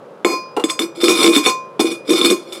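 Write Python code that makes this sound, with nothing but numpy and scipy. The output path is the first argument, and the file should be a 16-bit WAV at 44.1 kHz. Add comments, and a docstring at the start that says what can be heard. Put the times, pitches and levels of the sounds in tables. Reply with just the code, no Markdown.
"""A large clay pot is lowered upside down onto a smaller one on a workshop table, then shifted about.
Each contact rings the upper pot, clacks in the damped lower pot and thuds in the hollow between them.
The heaviest blows shake the table, and one duller knock falls between the first clinks. The rims
grind in two brief slips and three pushes. A limiter ducks the blows, so the ringing swells after them."""
import sys
import numpy as np
from scipy import signal
from scipy.fft import rfft, irfft
from scipy.io import wavfile
from scipy.ndimage import uniform_filter1d, minimum_filter1d

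SR = 44100
rng = np.random.default_rng(int(sys.argv[2]) if len(sys.argv) > 2 else 0)


def transcribe(signal):
    """Save signal, clipped to [-1, 1], as a 16-bit WAV file at the path in sys.argv[1]."""
    frames = np.atleast_2d(signal).T
    limited = np.clip(frames, -1, 1)
    pcm = np.round(limited * 32767).astype(np.int16)
    wavfile.write(sys.argv[1], SR, pcm)


N = 114660
T = np.arange(N) / SR

# Rim meets rim. Each row: start in seconds, then ring, clack, the clack's extra bite and thud in dB,
# then brightness in Hz.
RIM_BLOWS = [(0.2475, -2.5, 13, -8.5, 14, 4580), (0.6389, -29.5, -8.5, -0.5, -3.5, 13100),
             (.699, -26, -12, 1.5, -35, 11400), (0.7917, -30.5, -6.5, 0.5, -15.5, 11000),
             (1.0328, -21.5, -27, -5, 1.5, 10900), (1.083, -15, 0.5, -9, 0, 6800),
             (1.105, -20, -24, -6, -5.5, 7100), (1.243, -22.5, 1, -3.5, 0.5, 8500),
             (1.264, -23, -6, 3.5, -6, 8560), (1.279, -17, -5, 3, 3.5, 9100),
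             (1.363, -18.5, 2, 2.5, 2, 10100), (1.451, -39, -14, 4.5, -32, 12400),
             (1.461, -35, -1, 5, -5.5, 12000), (1.465, -1.5, 2, -1, -7.5, 2250),
             (1.7942, -29, -21, 7, 0.5, 10100), (1.8007, -24, -13, 7, -36, 11100),
             (1.844, -63, -42, -2, -5, 10000), (1.914, -35.5, -27.5, 6, -12.5, 10300),
             (2.104, -22, -15, 8.5, 2, 10100), (2.133, -56, -31, 17, -9.5, 10100),
             (2.2139, -43, -9.5, 5.5, -7.5, 10400), (2.249, -25, -16, 14, -4, 11200),
             (2.301, -20, -13.5, 9, -12, 8900), (2.311, -30.5, -8, -7, -4, 8250),
             (2.524, -39.5, -26, 10.5, -39, 11630)]
# The upper pot's modes, the tones it rings with. Each row: pitch in Hz, level on its edge in dB,
# level once seated in dB, ring time (to fade by 60 dB) in seconds.
UPPER_MODES = [(1039, -1, -8, .5), (2450, 1, 0, .42), (4299, -1, -26, .32), (4338, -14, -1, .15),
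               (4960, -3, -21, .46), (4996, -18, -9, .13), (5585, -16, -1, .09), (5873, -20, -11, .35),
               (6629, -8, -9, .25), (7590, -13, -17, .2), (7789, -12, -6, .1), (7925, -9, -9, .19),
               (8162, -21, -12, .22), (8575, -14, -11, .19), (8976, -18, -8, .14), (9460, -11, -11, .24),
               (9773, -15, -14, .15), (10310, -11, -19, .16), (10560, -13, -15, .19), (11762, -12, -14, .2),
               (12440, -10, -13, .22), (12720, -24, -14, .15), (13500, -16, -14, .19),
               (14530, -20, -23, .16)]
# How a blow, a light tap and rubbing feed those modes. Each row: frequency in Hz, boost in dB.
BLOW_COLOUR = [(1000, -5), (2500, -5), (4300, -1), (5000, -0.5), (6500, 7.5), (9000, 8.5), (14000, 5.5)]
TAP_COLOUR = [(1000, 2), (2500, -8.5), (4300, -5), (6600, 9), (8500, 12.5), (9400, 3), (14000, -7)]
RUB_COLOUR = [(1000, -20.5), (2500, -2), (4300, -1), (5000, 6), (6500, -10.5), (9000, 0), (14000, -11.5)]
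# Modes of the lower pot, the hollow and the dull knock.
# Each row: pitch in Hz, level in dB, ring time in seconds.
LOWER_MODES = [(1049, -22.5, 0.24), (1205, -18, 0.048), (1306, -32, 0.18), (2116, -26, 0.049),
               (2232, -8, 0.039), (2363, -11, 0.02), (3524, -13.5, 0.061), (3489, -10, 0.052),
               (3520, -13.5, 0.04), (5040, -18, 0.03), (7160, -16, 0.059), (7570, -25, 0.22),
               (9640, -17.5, 0.042), (9910, -18, 0.047)]
HOLLOW_MODES = [(205.5, -24, 0.18), (284.7, -10.5, 0.06), (334.3, 0, 0.087), (378.6, -10.5, 0.068),
                (484, -10, 0.091), (590, -17.5, 0.048)]
KNOCK_TONES = [(340, -8, .07), (484, -3, .12), (630, -8, .06), (824, 1, .1), (1010, -8, .05),
               (1314, -15, .25), (2820, -1, .12), (4100, -8, .08)]
# The hollow's main pitch as the rim gap opens and closes. Each row: time in seconds, pitch in Hz.
HOLLOW_GLIDE = [(.25, 351), (.79, 299), (.85, 341), (1.11, 339), (1.245, 317), (1.295, 340), (1.37, 285.5),
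                (1.465, 339), (1.8, 300.4), (1.845, 333.5), (2.25, 331), (2.32, 348.4)]
# Noise colours: the crack of countless fast-dying clay modes, the table top and the room's steady tone.
# Each row: frequency in Hz, level in dB.
CRACK_SPECTRUM = [(30, -43), (120, 16), (250, -3), (800, 5.5), (1200, 10), (1750, -7), (2800, -3),
                  (4500, -7), (6200, -10), (8000, -2.5), (11000, -7.5), (15500, -17.5)]
TABLE_SPECTRUM = [(30, -41), (150, -6.5), (250, -0.5), (450, 7), (650, 0), (850, -0.5), (1200, -15.5),
                  (2000, -33.5), (15000, -40)]
ROOM_TONE_SPECTRUM = [(20, -45), (85, -39), (112, -8), (165, -4), (300, -6.5), (530, 5.5), (720, -9),
                      (1300, -10), (1800, -22.5), (4000, -31.5), (6200, -39), (11000, -44), (15000, -55)]
# Blows that shake the table. Each row: start in seconds, level in dB.
TABLE_THUMPS = [(0.2482, 15), (0.5704, -1.5), (1.464, -2.5), (1.7938, 0)]
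# The dull knock and its rebound. Each row: start in seconds, level in dB, brightness in Hz.
DULL_KNOCKS = [(.566, -22, 7560), (0.5697, -14, 1680), (0.597, -23.5, 6500)]
# One list per slip or push. Each row: time in seconds, grinding in dB, judder in dB.
RIM_SLIDES = [
    [(.684, -40, -52), (.70, -21.5, -55), (.712, -36, -54)],
    [(.792, -34, -16), (.838, -27, -22.5), (.86, -62, -27)],
    [(.95, -40.5, -37), (.998, -44.5, -30), (1.012, -14.5, -38), (1.028, -29.5, -8), (1.038, -17.5, -22),
     (1.064, -25.5, -14.5), (1.094, -13, -7), (1.128, -25, -26), (1.224, -15, -9.5), (1.275, -16.5, -8.5),
     (1.294, -13, 4), (1.312, -37, -51), (1.336, -23, -41), (1.356, -18.5, -27), (1.374, -18, -24),
     (1.396, -28, -22), (1.42, -36, -54), (1.446, -21.5, -37), (1.468, -28.5, -21), (1.497, -15.5, -32),
     (1.51, -58, -36)],
    [(1.795, -14.5, -4.5), (1.836, -34, -23.5), (1.864, -25, -32), (1.892, -36, -17), (1.922, -31.5, -20.5),
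     (1.965, -48, -68)],
    [(2.05, -51, -46), (2.078, -38, -29), (2.095, -23.5, -13), (2.108, -20.5, -8.5), (2.15, -26, -12.5),
     (2.186, -17, -20), (2.202, -27, -15.5), (2.26, -14, -11), (2.29, -27.5, -19), (2.322, -23, -7),
     (2.338, -38.5, -33), (2.442, -49.5, -43), (2.515, -47.5, -36.5), (2.526, -33, -34.5),
     (2.6, -42.5, -36)],
]

TAPPED_S, SEATED_S = .5, .75  # from these times on the pot only taps, then rests on the other's rim
FREE_RING, PRESSED_RING = 0.98, 0.87  # share of ring time kept after a blow and while rubbing
SEATED_TREBLE_RING, SEAT_DAMPS_HZ = 0.88, 5300  # share the seated pot keeps above this pitch
MODE_SPREAD_DB, MODE_STAGGER_S = 2, .005  # each upper mode gets its own strength and start
BITE_HZ, BITE_OCTAVES = 3500, 0.18  # the lower rim's sharpest modes
CRACK_DB, KNOCK_CRACK_DB, CRACK_RING_S = 10, 25, 0.12
GRIND_RING_DB, GRIND_CLACK_DB, GRIND_BITE_DB, GRIND_CRACK_DB, JUDDER_DB = -30, -18, 1.5, -15.5, -23
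UPPER_RISE, LOWER_RISE = 0.0011, 0.02014  # share by which full pressure raises each pot's pitch


def from_db(db):
    """Turn decibels into a gain."""
    return 10 ** (np.asarray(db) / 20)


def rms_one(x):
    """Scale to an average (rms) level of 1."""
    return x / np.sqrt(np.mean(x ** 2) + 1e-20)


def soften(x, hz):
    """Turn down the treble above hz."""
    return signal.sosfilt(signal.butter(2, hz, fs=SR, output="sos"), x + 1e-18)


def bass_cut(x, hz, order):
    """Turn down the bass below hz; a higher order cuts more steeply."""
    return signal.sosfilt(signal.butter(order, hz, "high", fs=SR, output="sos"), x)


def coloured(spectrum):
    """Noise shaped to the given spectrum."""
    hz, db = np.transpose(spectrum)
    grid = np.maximum(np.fft.rfftfreq(N, 1 / SR), 1)
    gains = from_db(np.interp(np.log(grid), np.log(hz), db))
    return rms_one(irfft(rfft(rng.standard_normal(N)) * gains, N))


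def smear(x, noise, ring_s):
    """Give x a tail of dying noise."""
    burst = noise * from_db(-60 * T / ring_s)
    return signal.fftconvolve(x, burst / np.linalg.norm(burst))[:N]


def taps(times, db, contact_hz, crumble_s=0):
    """One pulse of force per contact, longer when soft; a gritty contact crumbles briefly."""
    size = 512
    out, n = np.zeros(N + size), np.arange(size) + 1
    for start, gain, hz in zip(times, from_db(db), contact_hz):
        force = pulse = n * np.exp(-2 * np.pi * hz * (n - 1) / SR)
        if crumble_s:
            burst = rng.standard_normal(size) * np.exp(-n / (crumble_s * SR))
            force = pulse + 0.97 * np.convolve(pulse, burst / np.linalg.norm(burst))[:size]
        at = int(start * SR)
        out[at:at + size] += gain * force / pulse.sum()
    return out[:N]


def ring(modes, force):
    """Ring each mode as a dying sine wave, calling force() afresh to drive it."""
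    out = 0
    for k, (hz, db, ring_s) in enumerate(modes):
        decay, step = from_db(-60 / (ring_s * SR)), 2 * np.pi * hz / SR
        feedback = [1, -2 * decay * np.cos(step), decay * decay]
        tone = signal.lfilter([0, np.sin(step)], feedback, force() + 1e-18)
        out += (-1) ** (k // 4) * from_db(db) * tone  # some modes swing the opposite way
    return out


def gliding(modes, force, tuning):
    """Ring modes whose pitches are multiplied by the tuning curve; force(hz) drives each one."""
    out, phase = 0, 2 * np.pi * np.cumsum(tuning) / SR
    for k, (hz, db, ring_s) in enumerate(modes):
        spin, decay = np.exp(1j * hz * phase), from_db(-60 / (ring_s * SR))
        swing = signal.lfilter([1], [1, -decay], force(hz) * spin.conj() + 1e-18)
        out += (-1) ** (k // 3) * from_db(db) * (spin * swing).imag
    return out


def wall_modes(colour, ring_share, seated):
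    """The upper pot's modes for one kind of contact; the seat damps the high ones most."""
    colour_hz, colour_db = np.transpose(colour)
    modes = []
    for hz, edge_db, seated_db, ring_s in UPPER_MODES:
        db = (seated_db if seated else edge_db) + np.interp(np.log(hz), np.log(colour_hz), colour_db)
        seat_share = SEATED_TREBLE_RING if seated and hz > SEAT_DAMPS_HZ else 1
        modes.append((hz, db, ring_s * ring_share * seat_share))
    return modes


def upper_pot(grind):
    """The wall rings as it lands on its edge, is tapped, rocks on its seat and is rubbed."""
    times, ring_db, _, _, _, contact_hz = np.transpose(RIM_BLOWS)
    def struck(colour, which, seated):
        def force():
            db = ring_db + MODE_SPREAD_DB * rng.standard_normal(len(times))
            return taps(times[which] + MODE_STAGGER_S * rng.random(), db[which], contact_hz[which])
        return ring(wall_modes(colour, FREE_RING, seated), force)
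    landing = struck(BLOW_COLOUR, times < TAPPED_S, seated=False)
    tapping = struck(TAP_COLOUR, (times >= TAPPED_S) & (times < SEATED_S), seated=False)
    rocking = struck(BLOW_COLOUR, times >= SEATED_S, seated=True)
    rubbed_modes = wall_modes(RUB_COLOUR, PRESSED_RING, seated=True)
    singing = gliding(rubbed_modes, lambda hz: grind, 1 + UPPER_RISE * pressure(grind))
    return landing + tapping + rocking + from_db(GRIND_RING_DB) * singing


def lower_pot(grind):
    """A dry clack and crack; where the rim is hit decides how sharply it bites."""
    times, _, clack_db, bite_db, _, contact_hz = np.transpose(RIM_BLOWS)
    def force(hz):
        bite = np.exp(-(np.log2(hz / BITE_HZ) / BITE_OCTAVES) ** 2)
        blows = taps(times, clack_db + bite * bite_db, contact_hz, crumble_s=0.0022)
        return blows + from_db(GRIND_CLACK_DB + bite * GRIND_BITE_DB) * grind
    clack = gliding(LOWER_MODES, force, 1 + LOWER_RISE * pressure(grind))
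    crack_force = taps(times, clack_db, contact_hz) + from_db(GRIND_CRACK_DB) * grind
    crack = smear(crack_force, coloured(CRACK_SPECTRUM), CRACK_RING_S)
    return clack + from_db(CRACK_DB) * crack


def hollow(judder, rest_hz=335):
    """The air between the pots thuds, its pitch following the gap between the rims."""
    times, _, _, _, thud_db, contact_hz = np.transpose(RIM_BLOWS)
    force = taps(times, thud_db, contact_hz) + from_db(JUDDER_DB) * judder
    tuning = np.interp(T, *np.transpose(HOLLOW_GLIDE)) / rest_hz
    return soften(gliding(HOLLOW_MODES, lambda hz: force, tuning), hz=1180)


def table(gain_db=16, contact_hz=3000):
    """The loaded table top answers the heaviest blows with a dense, hollow thump."""
    times, db = np.transpose(TABLE_THUMPS)
    force = taps(times, db + gain_db, np.full(len(times), contact_hz))
    return smear(force, coloured(TABLE_SPECTRUM), ring_s=0.12)


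def room_echo(x, level_db=-19.5, delay_s=0.0087):
    """The workshop sends back a short, slightly dull echo."""
    reflections = soften(rng.standard_normal(N), hz=3430) * (T > delay_s)
    return from_db(level_db) * smear(x, reflections, ring_s=0.22)


def dull_knock():
    """A pot bumps against something beside it that rings less."""
    force = taps(*np.transpose(DULL_KNOCKS))
    crack = smear(force, coloured(CRACK_SPECTRUM), CRACK_RING_S)
    return ring(KNOCK_TONES, lambda: force) + from_db(KNOCK_CRACK_DB) * crack


def grit(grains_per_s=4000, spread_db=4.5, clump_db=3):
    """Sand grains in the clay catch and let go, in uneven clumps."""
    sizes = from_db(spread_db * np.minimum(rng.exponential(1, N), 5)) * rng.choice([-1, 1], N)
    clumps = from_db(clump_db * rms_one(soften(rng.standard_normal(N), hz=92)))
    catches = rng.random(N) < grains_per_s / SR
    return rms_one(sizes * clumps * catches)


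def sliding():
    """Rim sliding on rim makes two forces: fine grinding and a heavy shaking, the judder."""
    grind, judder = 0, 0
    for slide in RIM_SLIDES:
        times, grind_db, judder_db = np.transpose(slide)
        moving = (T >= times[0]) & (T <= times[-1])
        grind += moving * from_db(np.interp(T, times, grind_db))
        judder += moving * from_db(np.interp(T, times, judder_db))
    return grind * grit(), judder * grit()


def pressure(grind, full_db=-25.5, wander_share=0.13):
    """How hard the rims press, from 0 to about 1; it wavers as the contact point wanders."""
    effort = np.sqrt(np.abs(uniform_filter1d(grind ** 2, size=1300)))
    wander = rms_one(soften(rng.standard_normal(N), hz=25))
    return np.tanh(effort / from_db(full_db)) * (1 + wander_share * wander)


def scene(room_tone_db=-38.5):
    """The pots on their table, over the room's steady tone."""
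    grind, judder = sliding()
    pots = upper_pot(grind) + lower_pot(grind) + hollow(judder)
    direct = bass_cut(pots + dull_knock() + table(), hz=211.8, order=5)  # the blows and their ringing sound with little deep bass
    return (direct + room_echo(direct) + from_db(room_tone_db) * coloured(ROOM_TONE_SPECTRUM))[None]


def record(dry, limit_db=-4.5, release_db_per_s=218, sense_s=.003, attack_s=.0015, top_hz=15900):
    """A limiter turns loud moments down fast and recovers steadily; peaks, bass and top are trimmed."""
    power = uniform_filter1d(dry[0] ** 2, int(sense_s * SR))
    over_db = np.maximum(10 * np.log10(np.abs(power) + 1e-12) - limit_db, 0)
    duck_db = np.maximum.accumulate(over_db + release_db_per_s * T) - release_db_per_s * T
    width = int(attack_s * SR)
    gain = from_db(uniform_filter1d(minimum_filter1d(-duck_db, width), width))
    rounded = np.tanh(dry * gain)
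    thinned = bass_cut(rounded, hz=92, order=1)
    return signal.sosfilt(signal.ellip(10, .1, 80, top_hz, fs=SR, output="sos"), thinned)


dry = scene()
out = record(dry)
transcribe(out)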